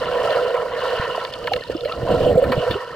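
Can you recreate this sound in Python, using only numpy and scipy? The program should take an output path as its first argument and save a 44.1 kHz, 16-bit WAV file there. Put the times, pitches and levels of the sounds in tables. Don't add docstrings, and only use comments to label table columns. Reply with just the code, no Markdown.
import sys
import numpy as np
from scipy import signal
from scipy.fft import rfft, irfft
from scipy.io import wavfile

SR = 44100
rng = np.random.default_rng(int(sys.argv[2]) if len(sys.argv) > 2 else 0)


def materialize(psi):
    bounded = np.clip(np.atleast_2d(psi).T, -1, 1)
    quanta = np.round(bounded * 32767).astype(np.int16)
    wavfile.write(sys.argv[1], SR, quanta)


N = 130095

MIDDLE_FROM_HZ, TREBLE_FROM_HZ = 850, 2300
SPRAY_OWN = 0.71

# pitch_hz, pole_width_hz, level_db (relative, within bass, middle or treble)
HOUSING_MODES = [(491.3, 80, 1.5), (595.7, 110, -5.5), (678.4, 130, -8), (951, 190, -7.5), (1329, 110, -13),
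                 (1466, 240, -17.5), (1806, 220, -18.5), (2113, 590, -29.5), (2905, 440, -19.5),
                 (3560, 480, -33.5), (4130, 560, -31)]
# time_s, middle_db, treble_db
WASH_UPPER = [(0, -30, -37), (.33, -22.5, -32.5), (0.701, -31.5, -43.5), (.86, -26, -32),
              (1.05, -24, -34.5), (1.28, -32.5, -39), (1.36, -38.5, -41.5), (1.8, -46, -44.5),
              (1.9, -36, -40), (1.999, -37.5, -45), (2.1, -29, -37), (2.2, -31.5, -35),
              (2.38, -37.5, -46.5), (2.7, -30, -36), (2.95, -36, -46)]
OWN_SHARES = [0.0071, 0.019, 0.41]


def from_db(db):
    return 10 ** (np.asarray(db) / 20)


def rms_one(x):
    return x / np.sqrt(np.mean(x ** 2) + 1e-20)


def in_time(rows):
    time_s, *columns = np.transpose(rows)
    return [np.interp(np.arange(N) / SR, time_s, column) for column in columns]


def log_bins():
    return np.log(np.maximum(np.arange(N // 2 + 1) * SR / N, 1))


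def zone_of(hz):
    return int(hz > MIDDLE_FROM_HZ) + int(hz > TREBLE_FROM_HZ)


def drift(corner_hz):
    step = 40
    warm_up = 500
    r = np.exp(-2 * np.pi * corner_hz * step / SR)
    noise = rng.standard_normal(N // step + warm_up + 2)
    slow = signal.lfilter([1], [1, -2 * r, r * r], noise)[warm_up:]
    return np.interp(np.arange(N) / step, np.arange(len(slow)), rms_one(slow))


def resonate(x, hz, pole_width_hz):
    r = np.exp(-np.pi * pole_width_hz / SR)
    section = [(1 - r * r) / 2, 0, (r * r - 1) / 2, 1, -2 * r * np.cos(2 * np.pi * hz / SR), r * r]
    return signal.sosfilt([section, section], x + 1e-18)


def coloured(spectrum, own):
    hz, db = np.transpose(spectrum)
    gain = from_db(np.interp(log_bins(), np.log(hz), db))
    mid, side = irfft(rfft(rng.standard_normal((2, N))) * gain, N)
    return rms_one(mid + own * side * [[1], [-1]])


def grains(per_s, spread_db):
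    sizes = from_db(spread_db * np.minimum(rng.exponential(1, (3, N)), 4))
    signs = rng.choice([-1, 1], (3, N))
    return rms_one(sizes * signs * (rng.random((3, N)) < per_s / SR))


def at_ports(three, own):
    return np.sqrt(1 - own) * three[0] + np.sqrt(own) * three[1:]


def treble_swing_db():
    follows = 0.62
    db = in_time(WASH_UPPER)[1]
    return follows * (db - db.mean())


def rising_tones(rows):
    rise = 0.044
    out = np.zeros(N + SR)
    for start_s, peak_db, hz, cycles in rows:
        u = np.arange(int(3 * cycles / hz * SR)) / SR * hz / cycles
        tone = np.sin(2 * np.pi * cycles * u * (1 + rise * (u - 1) / 2))
        envelope = 3 * u * np.exp(1 - 3 * u)
        start = int(start_s * SR)
        out[start:start + len(u)] += from_db(peak_db) * envelope * tone
    return out[:N]


def rattles(rows, decay_s):
    focus_db_per_octave, vary_db, snap_db = 11.0, 2.5, -25
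    out, t = np.zeros((2, N + SR)), np.arange(SR // 10) / SR
    for start_s, peak_db, focus_hz in rows:
        burst = rng.standard_normal((3, len(t))) * np.exp(-t / decay_s)
        ring = np.zeros((2, len(t)))
        for hz, pole_width_hz, _ in HOUSING_MODES:
            octaves_off = abs(np.log2(hz / focus_hz))
            gain = from_db(rng.normal(0, vary_db) - focus_db_per_octave * octaves_off)
            struck = at_ports(burst, OWN_SHARES[zone_of(hz)])
            ring += gain / np.sqrt(pole_width_hz) * resonate(struck, hz, pole_width_hz)
        snap = from_db(snap_db) * at_ports(burst, SPRAY_OWN / 2)
        start = int(start_s * SR)
        out[:, start:start + len(t)] += from_db(peak_db) * (ring / np.abs(ring).max() + snap)
    return out[:, :N]


def wash():
    # time_s, bass_db
    wash_bass = [(0, -20), (.05, -26.5), (.2, -16.5), (.38, -18.5), (.5, -22.5), (.62, -22), (.72, -27),
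                 (.93, -22), (1.33, -31.5), (1.582, -24.5), (1.655, -44), (1.69, -31), (2.0, -26),
                 (2.1, -17), (2.3, -15), (2.47, -21), (2.701, -22.5), (2.85, -32.5), (2.95, -34)]
    # pitch_hz, pole_width_hz, depth (0-1)
    dead_spots = [(886, 300, 0.87), (1730, 72, 0.76)]
    # bass_db, middle_db, treble_db
    grain_spreads_db = [1.7, 3.5, 4]
    # bass_db, middle_db, treble_db
    surges_db = [1.4, 2.5, 3]
    surge_corner_hz, surge_shared = 19, .5
    grains_per_s_per_hz = 3.2
    brighten_per_octave = .8

    together, zones = drift(surge_corner_hz), np.zeros((3, 2, N))
    bass_db, = in_time(wash_bass)
    for hz, pole_width_hz, level_db in HOUSING_MODES:
        zone = zone_of(hz)
        if zone == 0:
            octaves_up = np.log2(hz / HOUSING_MODES[0][0])
            level_db = level_db + brighten_per_octave * octaves_up * (bass_db - bass_db.max())
        surge = surge_shared * together + drift(surge_corner_hz)
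        gain = from_db(level_db + surges_db[zone] * surge)
        contacts = grains(grains_per_s_per_hz * pole_width_hz, grain_spreads_db[zone])
        zones[zone] += resonate(gain * at_ports(contacts, OWN_SHARES[zone]), hz, pole_width_hz)
    levels_db = [bass_db] + in_time(WASH_UPPER)
    out = sum(from_db(db) * rms_one(zone) for db, zone in zip(levels_db, zones))
    for hz, pole_width_hz, depth in dead_spots:
        out = out - depth * resonate(out, hz, pole_width_hz)
    return out


def rumble():
    # time_s, level_db
    strength = [(0, -38), (.7, -45), (1.3, -44.5), (1.56, -37.5), (1.64, -49), (1.7, -37), (1.84, -45.5),
                (1.97, -37.5), (2.04, -27), (2.34, -23), (2.4, -32), (2.45, -24.5), (2.6, -29.5),
                (2.64, -47), (2.7, -23), (2.8, -51), (2.95, -48)]
    # freq_hz, density_db (per Hz)
    colour = [(20, -5.5), (120, 3), (240, -2.5), (380, -0.5), (490, -57)]
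    db, = in_time(strength)
    lumps_db = 2.6 * drift(corner_hz=24)
    return from_db(db + lumps_db) * coloured(colour, own=0.019)


def spray():
    # freq_hz, density_db (per Hz)
    colour = [(2000, -57), (4500, 1.5), (6300, -11.5), (10000, -17), (16000, -25.5)]
    mean_db = -49
    flicker_db = 2.4 * drift(corner_hz=55)
    return from_db(mean_db + treble_swing_db() + flicker_db) * coloured(colour, SPRAY_OWN)


def blips():
    per_s, base_db, mean_cycles = 70, -33.5, 16
    low_hz, high_hz = 950.5, 5460
    when, pitch, faintness, length = rng.random((int(per_s * N / SR), 4)).T
    peak_db = base_db - 10 * np.log10(faintness + 0.15) - 10 * pitch
    pitch_hz = low_hz * (high_hz / low_hz) ** pitch
    rows = np.transpose([when * N / SR, peak_db, pitch_hz, mean_cycles * (.5 + length)])
    one, other = rising_tones(rows[::2]), rising_tones(rows[1::2])
    return from_db(treble_swing_db() / 2) * np.array([one + other / 2, one / 2 + other])


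def ticks():
    # start_s, peak_db (of the ring), focus_hz (where it rings most)
    tick_rows = [(0.3045, -17.5, 3200), (1.249, -17, 2950), (1.3367, -18, 3620), (1.441, -22.5, 2930),
                 (1.4722, -12, 2350), (1.477, -12, 1080), (1.5344, -6, 2570), (1.5617, -14, 2780),
                 (1.637, -25, 4230), (1.8076, -22.5, 3170), (1.922, -17, 3000)]
    return rattles(tick_rows, decay_s=0.002)


def gulps_thumps_and_pings():
    # start_s, peak_db, pitch_hz, length_cycles
    tone_rows = [(.997, -14.5, 117, 0.57), (1.179, -11.5, 650, 3.5), (1.518, -11, 760, 7),
                 (1.609, -31.5, 4200, 17), (1.620, -30, 1820, 20), (1.682, -37, 4140, 19),
                 (1.698, -10, 479, 3), (1.749, -14.5, 327, 4.2), (1.767, -30, 5040, 10),
                 (1.855, -13, 569, 6.4), (1.895, -27, 2710, 22), (1.913, -22.5, 1302, 25),
                 (2.019, -25.5, 122, 2.2), (2.074, -18.5, 987, 8.9), (2.354, -9.5, 151, 1.4),
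                 (2.372, -3.5, 510, 13), (2.42, -7.5, 551, 14.7), (2.496, -15, 242, 4.7),
                 (2.523, -8.5, 527, 6.3), (2.577, -12.5, 132, 0.9), (2.752, -15.5, 402, 7)]
    return rising_tones(tone_rows)


def splashes():
    # start_s, peak_db (of the ring), focus_hz (where it rings most)
    splash_rows = [(1.703, -26, 1520), (1.848, -20.5, 2840), (2.438, -17, 1460), (2.519, -11, 1230),
                   (2.708, -14, 2970)]
    return rattles(splash_rows, decay_s=0.013)


def scene():
    # freq_hz, right_lag_rad, left_loss_db
    port_rows = [(40, .08, 0), (200, .55, 1.7), (560, .48, 3.7), (1050, .03, .8), (2600, .75, 1.3),
                 (4000, .5, .8)]
    water = wash() + rumble() + spray() + blips()
    left, right = rfft(water + ticks() + gulps_thumps_and_pings() + splashes())
    hz, lag_rad, loss_db = np.transpose(port_rows)
    left_loss_db = np.interp(log_bins(), np.log(hz), loss_db)
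    right_lag_rad = np.interp(log_bins(), np.log(hz), lag_rad)
    return irfft([left * from_db(-left_loss_db), right * np.exp(-1j * right_lag_rad)], N)


def record(dry):
    images_db = [-43, -45.5, -49, -49]
    image_hz, stop_hz = 3890, 16000
    t = np.arange(N) / SR
    carrier = np.zeros(N)
    for multiple, db in enumerate(images_db, 1):
        carrier += from_db(db) * 2 * np.cos(2 * np.pi * image_hz * multiple * t)
    top_cut = signal.cheby2(22, 55, stop_hz, fs=SR, output="sos")
    return signal.sosfilt(top_cut, dry + carrier * dry.mean(axis=0))


dry = scene()
out = record(dry)
materialize(out)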